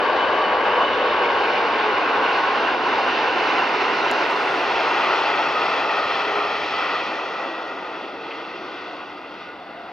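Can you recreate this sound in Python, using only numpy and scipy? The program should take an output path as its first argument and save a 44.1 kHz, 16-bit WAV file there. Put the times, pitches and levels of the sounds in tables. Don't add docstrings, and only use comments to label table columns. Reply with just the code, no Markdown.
import sys
import numpy as np
from scipy import signal
from scipy.fft import rfft, irfft, next_fast_len
from scipy.io import wavfile

SR = 44100
rng = np.random.default_rng(int(sys.argv[2]) if len(sys.argv) > 2 else 0)


def transcribe(u):
    v = np.clip(np.atleast_2d(u).T, -1, 1)
    q = np.round(v * 32767).astype(np.int16)
    wavfile.write(sys.argv[1], SR, q)


N = 437472
SIZE, HOP = 2048, 256
HZ = np.fft.rfftfreq(SIZE, 1 / SR)
FRAME_S = np.arange(int(np.ceil(N / HOP)) + 1) * HOP / SR
SPOOL_DOWN_S = 5.7

# (low [Hz], high [Hz], starting level [dB], drift under power [dB/s],
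# drift in spool-down [dB/s], step as the reversers close [dB])
JET_BANDS = [(40, 149, -53.5, -0.76, .5, -8), (199, 550, -28, -0.9, -3.5, 2.5),
             (596, 1990, -20.5, -0.1951, -3.5, -3.5), (2366, 4300, -32, 0.4974, -3.5, -3.5)]
# (centre [Hz], width [Hz], gain [dB])
GROUND_ECHO = [(128, 13, -5.5), (176, 14, 3.5), (243, 19, -3), (390, 18, -2.5), (425, 24, 1.5),
               (520, 22, 2), (568, 32, -1), (810, 110, 1.1), (1083, 76, -2.5), (1292, 60, 3),
               (1440, 74, 3.5), (1723, 152, -8), (1967, 150, 3.6), (2272, 69, -6.5), (2700, 170, 5.5),
               (3000, 120, -1.5), (3420, 180, 4.5), (4000, 83, -5.5), (4600, 530, 0.5), (5130, 140, -5.5),
               (5600, 250, 0), (6150, 140, -11), (6500, 240, -2), (7070, 240, -8), (7600, 200, 2.5)]


def gain_of(db):
    return 10 ** (np.asarray(db) / 20)


def unit_rms(x):
    return x / np.sqrt(np.mean(x ** 2) + 1e-20)


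def ease(t, middle_s, half_s):
    return .5 + .5 * np.tanh((t - middle_s) / half_s)


def per_bin(points):
    hz, value = np.transpose(points)
    return np.interp(np.log(HZ + 1), np.log(hz + 1), value)


def per_frame(rows):
    times_s, *columns = np.transpose(rows)
    return [np.interp(FRAME_S, times_s, column)[:, None] for column in columns]


def ridges(rows, shift=1):
    shape_db = sum(db * np.exp(-((HZ - hz) / width_hz) ** 2) for hz, width_hz, db in rows)
    return np.interp(HZ / shift, HZ, shape_db)


def noise_spectra():
    return signal.stft(rng.standard_normal(N), nperseg=SIZE, noverlap=SIZE - HOP)[2].T


def spooling_s(t):
    return np.maximum(t - SPOOL_DOWN_S, 0)


def doppler(t, speed_m_per_s=40.2, closest_s=1.84, distance_m=74.6, sound_m_per_s=343):
    along_m = speed_m_per_s * (t - closest_s)
    return 1 / (1 + speed_m_per_s / sound_m_per_s * along_m / np.hypot(along_m, distance_m))


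def band_levels_db(t):
    # (time [s], length [s], roar gain [dB], hiss gain [dB])
    gusts = [(.52, 0.088, -1, -1.5), (0.77, 0.08, 1.5, -0.5), (0.958, .05, -2.5, 0.5),
             (1.45, 0.15, -1, 1.4), (2.367, 0.088, 0, 1), (2.788, 0.053, -1.5, -2.2),
             (3.15, 0.082, -1, 1.5), (3.5, 0.11, 0.5, 2), (4.19, 0.062, 0.5, 1), (4.5, 0.18, -1.5, -1.5),
             (5.0, 0.3, 0.3, 1), (5.545, 0.07, -2.5, -0.8), (5.86, 0.048, -1, -1.5), (6.113, 0.11, 0, 1.4),
             (6.4, .06, 2.5, 0.5), (6.637, 0.13, -3, 0), (6.86, 0.31, 1.2, 3.5), (7.416, 0.1, 3, 1),
             (7.8, 0.17, 0, -1), (8.15, 0.065, -3, -2.5), (8.36, 0.09, 0, 1.5), (8.89, 0.31, 0.3, 2.5),
             (9.013, 0.044, 4.5, -1), (9.13, 0.17, -2.5, -2), (9.412, 0.077, -1.2, 3),
             (9.75, 0.23, -0.5, -1)]
    stowed = ease(t, middle_s=7.18, half_s=.32)
    rumble, plume, roar, hiss = (
        db + drift * np.minimum(t, SPOOL_DOWN_S) + spool_drift * spooling_s(t) + step_db * stowed
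        for _, _, db, drift, spool_drift, step_db in JET_BANDS)
    for at_s, length_s, roar_db, hiss_db in gusts:
        bell = np.exp(-((t - at_s) / length_s) ** 2)
        roar, hiss = roar + roar_db * bell, hiss + hiss_db * bell
    return rumble, plume, roar, hiss


def levelled(colour_db, targets_db):
    power = gain_of(colour_db) ** 2 / len(HZ)
    centres_hz = [np.sqrt(low * high) for low, high, *_ in JET_BANDS]
    for (low, high, *_), target_db, share in zip(JET_BANDS, targets_db, np.eye(len(JET_BANDS))):
        band_db = 10 * np.log10(power[:, (HZ >= low) & (HZ < high)].sum(1, keepdims=True))
        colour_db = colour_db + (target_db - band_db) * per_bin(list(zip(centres_hz, share)))
    return colour_db


def directivity_db(t, turn_away_s=0.93, step_s=4.36):
    # (frequency [Hz], relative density [dB])
    abeam = [(20, -71.5), (42, -44.5), (78, -19.5), (125, -33), (200, -18), (290, -9.5), (430, -2),
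             (1050, -4), (1900, -10), (2900, -14.5), (3500, -17.5), (5000, -30.5), (6500, -47),
             (7600, -67.5), (9000, -80)]
    behind = [(20, -63.5), (42, -41.5), (75, -24), (115, -24), (155, -14.5), (205, -18), (270, -6),
              (400, -0.5), (1100, 1), (2600, -11.5), (3700, -18.5), (5300, -24.5), (6500, -36), (8000, -53),
              (9500, -76.5)]
    far = [(20, -57), (42, -40.5), (90, -19.5), (132, -23), (200, -10), (310, -2), (450, -3.5), (750, -1.5),
           (1450, -4.5), (2700, -12), (4800, -21), (6400, -35), (7300, -53), (9000, -75)]
    view = np.clip((t - turn_away_s) / step_s, 0, 2)
    return sum(np.maximum(1 - abs(view - k), 0) * per_bin(colour)
               for k, colour in enumerate([abeam, behind, far]))


def ripple_db(t, fan_doppler_share=0.44, early_echo=0.08):
    # (centre [Hz], width [Hz], gain [dB])
    fan_bands = [(421, 38, 0), (475, 28, 0), (890, 85, 1), (1034, 51, 2), (1230, 110, -4), (1555, 120, 3),
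                 (1805, 263, -3), (2870, 130, 5), (3630, 85, 0.5), (4280, 110, 3.5)]
    roar_hollow = [(643, 75, -3.5)]
    reflections = [(126, 16, -2), (3290, 150, -5.5), (3750, 92, 0.5), (4020, 130, -3.5), (5330, 110, -1.5),
                   (5700, 150, 2.5), (6030, 130, 0.5), (6570, 220, 1), (6980, 140, -3.5), (7330, 150, 4)]
    # (time [s], frequency factor)
    notch_slide = [(4.7, 0.97), (5.5, 0.97), (6.4, 0.95), (7.5, 0.974), (9.92, 1.003)]
    echo = early_echo + (1 - early_echo) * ease(t, middle_s=4.84, half_s=0.76)
    fan_db = ridges(fan_bands, doppler(t) ** fan_doppler_share) + ridges(roar_hollow, doppler(t))
    ground_db = ridges(GROUND_ECHO, per_frame(notch_slide)[0])
    near_db = (1 - ease(t, middle_s=4.52, half_s=.12)) * ridges(reflections)
    return (1 - echo) * fan_db + echo * ground_db + near_db


def eddies(length_s, width_hz):
    white = np.fft.rfft2(rng.standard_normal((len(FRAME_S), 128)))
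    rate_hz = np.fft.fftfreq(len(FRAME_S), HOP / SR)[:, None]
    cycles_per_hz = np.fft.rfftfreq(128, HZ[8])
    field = np.fft.irfft2(white / (1 + (rate_hz * length_s) ** 2) / (1 + (cycles_per_hz * width_hz) ** 2))
    return unit_rms(np.repeat(field, 9, axis=1)[:, :len(HZ)])


def port_noise():
    # (time [s], turn [0 abeam, 1 aft], extra L-R [dB])
    pan = [(0, .13, 1.8), (1.3, 0.064, 0.6), (3.8, 0.27, -1), (4.25, 0.23, -0.5), (5.2, 0.95, 0.4),
           (9.92, 0.89, 0)]
    # (frequency [Hz], L-R [dB])
    abeam_balance = [(100, 0.5), (550, -1), (950, 1.5), (1230, -5.5), (1580, 6.5), (1850, -5.5), (2150, 5),
                     (2500, -6.5), (2900, -2.5), (3250, -4.5), (3700, -2), (4400, 1), (6600, 1.5),
                     (7000, -3)]
    aft_balance = [(100, 1), (900, 0.7), (1250, -0.1), (1700, 5.5), (1900, 0.5), (2150, 5), (2550, -1),
                   (2850, -6), (3150, 1.5), (3450, -2.3), (4200, 3.5), (5500, 1.5), (6400, 6.5),
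                   (7500, 0.5)]
    # (frequency [Hz], left lead [rad])
    abeam_phase = [(60, -0.093), (300, 0.023), (700, 0.55), (1100, -0.04), (1400, 1.1), (1700, -0.26),
                   (1950, 0.98), (2350, -1.5), (2650, -0.01), (3120, -1.3), (3350, 1.4), (3800, 0.44),
                   (4300, -0.8), (5600, 0.31)]
    aft_phase = [(60, 0.02), (300, 0.14), (750, 0.31), (1100, 0.39), (1500, 0.7), (1950, 0.64),
                 (2200, -0.24), (2700, 0.26), (3000, 1.03), (3250, 0.8), (3650, 0.91), (4800, 0.49),
                 (5400, 0.57), (7000, 0.15)]
    # (frequency [Hz], coherence [0-1])
    coherence = [(100, 1), (500, 0.98), (1000, 0.98), (2000, 0.97), (4000, 0.91), (6500, 0.86),
                 (10000, .75)]
    turn, pan_db = per_frame(pan)
    balance_db = pan_db + (1 - turn) * per_bin(abeam_balance) + turn * per_bin(aft_balance)
    phase_rad = (1 - turn) * per_bin(abeam_phase) + turn * per_bin(aft_phase)
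    lean = gain_of(balance_db / 2) * np.exp(.5j * phase_rad)
    mid = noise_spectra() * np.sqrt((1 + per_bin(coherence)) / 2)
    side = noise_spectra() * np.sqrt((1 - per_bin(coherence)) / 2)
    return np.array([(mid + side) * lean, (mid - side) / lean])


def howls_db():
    # (time [s], length [s], centre [Hz], glide [Hz/s], width [Hz], gain [dB])
    swells = [(.5, .9, 76, -1, 10, 6.5), (0.858, 0.045, 2930, 0, 130, 5), (1.35, .25, 2790, 1.5, 70, 2),
              (2.3, 0.22, 1492, 1, 70, 3), (2.454, 0.34, 1125, -37, 45, 4.5), (3.15, .064, 3050, 2, 130, 3),
              (3.5, 0.37, 3000, -130, 70, 5), (3.85, .15, 419, -1, 55, 5), (4.9, .25, 58, -4, 18, 8.5),
              (4.9, 0.89, 378, 0, 19, 6), (5.4, 0.19, 904, -1, 75, 5), (5.9, .7, 820, -5, 30, 2),
              (6.2, .4, 416, 1, 18, 3), (6.817, 0.11, 2430, -3, 160, 2.5), (7.5, 0.14, 640, -2, 59, 5.5),
              (8.65, .15, 370, -3, 25, 7.5), (8.7, 1.7, 312, -15, 18, 5), (9.1, .8, 1235, -9.5, 26, 7),
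              (8.9, 0.074, 710, 0, 50, 6.5), (9.803, 0.17, 695, 0, 87, 7.5), (.3, .2, 4450, -100, 130, 3),
              (4.5, .35, 455, 0, 40, -2), (7.8, .3, 335, 0, 40, 2.5), (2.85, .3, 205, 0, 25, -3.5),
              (3.55, .25, 228, 0, 30, 2.5), (4.05, .25, 310, 0, 25, 2.5), (4.55, .4, 141, 0, 25, -2.5),
              (5.35, .25, 1300, -60, 110, 2), (6.0, .13, 2700, 0, 450, 1), (6.9, .18, 400, 0, 40, -4),
              (7.2, .5, 145, 0, 33, -4.5), (7.4, .45, 7000, 0, 1200, 3), (7.5, .25, 2180, 1, 120, -6),
              (8.62, .1, 3660, -1, 170, 4), (8.68, .07, 5800, 0, 900, 2), (8.7, .35, 835, 40, 62, -3),
              (9.0, .4, 1090, -150, 76, 3.5), (9.6, .33, 6100, 0, 1000, -4), (9.72, .2, 1720, 0, 70, 5.5),
              (9.7, .35, 3280, 0, 130, -5)]
    out = np.zeros((len(FRAME_S), len(HZ)))
    for at_s, length_s, hz, glide, width_hz, db in swells:
        near = abs(FRAME_S - at_s) < 3 * length_s
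        t = FRAME_S[near, None] - at_s
        detuning = (HZ - hz - glide * t) / width_hz
        out[near] += db * np.exp(-(t / length_s) ** 2 - np.minimum(detuning ** 2, 20))
    return out


def aft_lobe_db(t, at_s=3.44, length_s=1.5, centre_hz=214, width_oct=0.98, peak_db=3.0):
    # (centre before shift [Hz], width [Hz], gain [dB])
    reflections = [(72, 22, -1.5), (140, 35, 2), (190, 20, -6.5), (262, 18, 4), (328, 16, 3),
                   (590, 36, -1.5), (820, 75, 1)]
    lobe_db = peak_db * np.exp(-(np.log2((HZ + 1) / centre_hz) / width_oct) ** 2)
    return np.exp(-((t - at_s) / length_s) ** 2) * (lobe_db + ridges(reflections, shift=0.99))


def jet(broad_flutter_db=0.5, patchy_flutter_db=1.0, air_db_per_s_at_5khz=0.14):
    t = FRAME_S[:, None]
    colour_db = levelled(directivity_db(t) + ripple_db(t), band_levels_db(t))
    flutter_db = broad_flutter_db * eddies(length_s=0.045, width_hz=7200)
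    flutter_db += patchy_flutter_db * eddies(length_s=0.13, width_hz=540)
    flutter_db *= np.sqrt(HZ / (HZ + 700))
    air_loss_db = air_db_per_s_at_5khz * spooling_s(t) * (HZ / 5000) ** 2
    return port_noise() * gain_of(colour_db + aft_lobe_db(t) + howls_db() - air_loss_db + flutter_db)


def fuzzy_tone(hz, width_hz, roughness=0.4):
    offset_hz = np.fft.fftfreq(next_fast_len(len(hz)), 1 / SR)
    spread = rng.standard_normal(len(offset_hz)) + 1j * rng.standard_normal(len(offset_hz))
    waver = np.fft.ifft(spread * np.exp(-(offset_hz / width_hz) ** 2))[:len(hz)]
    phase_rad = np.angle(waver) + 2 * np.pi * np.cumsum(hz) / SR
    return unit_rms(abs(waver) ** roughness * np.cos(phase_rad))


def rotor_tones(slowing_per_s=.045, unmask_db_per_s=0.5):
    # (pitch at closest approach [Hz], width [Hz], Doppler share, level ahead [dB re roar],
    # beam lost [s], level behind [dB re roar])
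    rotors = [(589, 14, .6, -14.5, 1.5, -25), (470.4, 14, 1, -19.5, 1.9, -20),
              (1089, 36, .58, -10, 2.9, -43), (1554, 27, 1, -22.5, 2.7, -25)]
    t, out = np.arange(N) / SR, np.zeros(N)
    _, _, roar_db, _ = band_levels_db(FRAME_S)
    reference_db = roar_db + unmask_db_per_s * spooling_s(FRAME_S)
    rotor_speed = np.exp(-slowing_per_s * spooling_s(t))
    for closest_hz, width_hz, doppler_share, ahead_db, lost_s, behind_db in rotors:
        beam_db = ahead_db + (behind_db - ahead_db) * ease(FRAME_S, lost_s, half_s=0.2)
        hz = closest_hz * doppler(t) ** doppler_share * rotor_speed
        out += gain_of(np.interp(t, FRAME_S, reference_db + beam_db)) * fuzzy_tone(hz, width_hz)
    return out


def whines():
    # (time [s], length [s], pitch [Hz], glide [Hz/s], width [Hz], level [dB])
    flares = [(0.238, .04, 3010, -1, 40, -41), (.43, .07, 2995, -100, 35, -37),
              (.79, .07, 1122, -40, 18, -33), (.855, .075, 2950, -100, 34, -32.5),
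              (.86, .16, 1490, -220, 25, -36), (1.16, .12, 496, -19.5, 9, -32),
              (1.47, 0.065, 442, 0, 10, -32), (1.88, .17, 428, -80, 9, -33),
              (1.584, .12, 2270, 0.5, 30, -39), (2.27, .08, 1450, 0, 15, -33),
              (2.41, .11, 1490, -30, 11, -31), (3.14, .06, 2820, -0.5, 90, -35),
              (3.5, .09, 2700, -0.5, 45, -38), (5.572, 0.045, 1265, -0.5, 16, -29),
              (6.047, 0.18, 1264, -40, 26, -37), (6.35, 0.23, 417.7, 0, 10, -36.5),
              (6.442, .13, 1250, -29.5, 25, -35), (6.748, .05, 1995, 0, 25, -36),
              (6.98, .09, 1980, -60, 20, -40), (7.47, 0.27, 1926, -80, 14, -39.5),
              (7.82, .14, 1225, -0.5, 10, -45), (8.38, .15, 456, 0, 8.7, -40.5),
              (8.85, 0.25, 1496, -24.5, 18, -47), (9.48, .08, 1455, -39.5, 14, -47)]
    out = np.zeros(N + 2 * SR)
    t = np.arange(SR) / SR - .5
    for at_s, length_s, hz, glide, width_hz, db in flares:
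        envelope = gain_of(db) * np.exp(-(t / length_s) ** 2)
        out[round((at_s + .5) * SR):][:SR] += envelope * fuzzy_tone(hz + glide * t, width_hz)
    return out[SR:SR + N]


def hiss_and_rustle(mid_gain=0.81, side_gain=.45):
    # (time [s], level [dB])
    motor_then_rustle_level = [(3.2, -100), (3.6, -79), (4.0, -78.5), (4.25, -69), (4.31, -64), (4.5, -61),
                               (4.62, -62.5), (4.68, -70), (4.95, -78), (5.2, -94), (5.95, -88),
                               (6.09, -75), (6.15, -84), (6.4, -82), (6.6, -95)]
    self_noise_level = [(0, -84.5), (3, -80), (7, -76.5), (9.92, -75.5)]
    # (frequency [Hz], relative density [dB])
    treble_colour = [(3000, -17.5), (7000, 2.5), (9500, 1.5), (11000, -5.5), (15000, -7)]
    treble = gain_of(per_frame(motor_then_rustle_level)[0]) * unit_rms(gain_of(per_bin(treble_colour)))
    self_noise = gain_of(per_frame(self_noise_level)[0])
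    mid, side = noise_spectra() * mid_gain, noise_spectra() * side_gain
    return np.array([mid + side, mid - side]) * np.hypot(treble, self_noise)


def zoom_lever(right_db=-2, snap_s=0.00072, snap_gain=.35):
    ticks = [(4.1137, -22), (4.1205, -45), (4.309, -36), (6.085, -50)]
    # (frequency [Hz], relative level [dB], t60 [s])
    lever_modes = [(6800, -1, 0.013), (7260, 2, 0.0076), (9400, -5, 0.0082), (10500, -8, 0.0064),
                   (12300, -16, .006), (14700, -16, 0.0055)]
    t, out = np.arange(2048) / SR, np.zeros(N)
    ring = sum(gain_of(db - 60 * t / t60) * np.sin(2 * np.pi * hz * t) for hz, db, t60 in lever_modes)
    snap = rng.standard_normal(len(t)) * np.exp(-t / snap_s)
    tick = ring + snap_gain * np.diff(snap, prepend=0)
    for at_s, db in ticks:
        out[round(at_s * SR):][:len(t)] += gain_of(db) * tick / abs(tick).max()
    return np.array([out, out * gain_of(right_db)])


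def exhaust_rasp(at_s=8.317, length_s=.014, centre_hz=2400, width_hz=850, level_db=-34):
    hz = np.fft.rfftfreq(N, 1 / SR)
    band = np.exp(-((hz - centre_hz) / width_hz) ** 2)
    echo = gain_of(np.interp(hz, HZ, ridges(GROUND_ECHO)))
    burst = unit_rms(irfft(rfft(rng.standard_normal(N)) * band * echo, N))
    envelope = np.exp(-((np.arange(N) / SR - at_s) / length_s) ** 2)
    return gain_of(level_db) * burst * envelope


def scene():
    spectra = np.swapaxes(jet() + hiss_and_rustle(), 1, 2)
    noise_layers = signal.istft(spectra, nperseg=SIZE, noverlap=SIZE - HOP)[1][:, :N]
    return noise_layers + rotor_tones() + whines() + exhaust_rasp() + zoom_lever()


def record(dry):
    taps = signal.firwin(511, 15800, window=("kaiser", 9), fs=SR)
    return signal.oaconvolve(dry, taps[None], "same")


dry = scene()
out = record(dry)
transcribe(out)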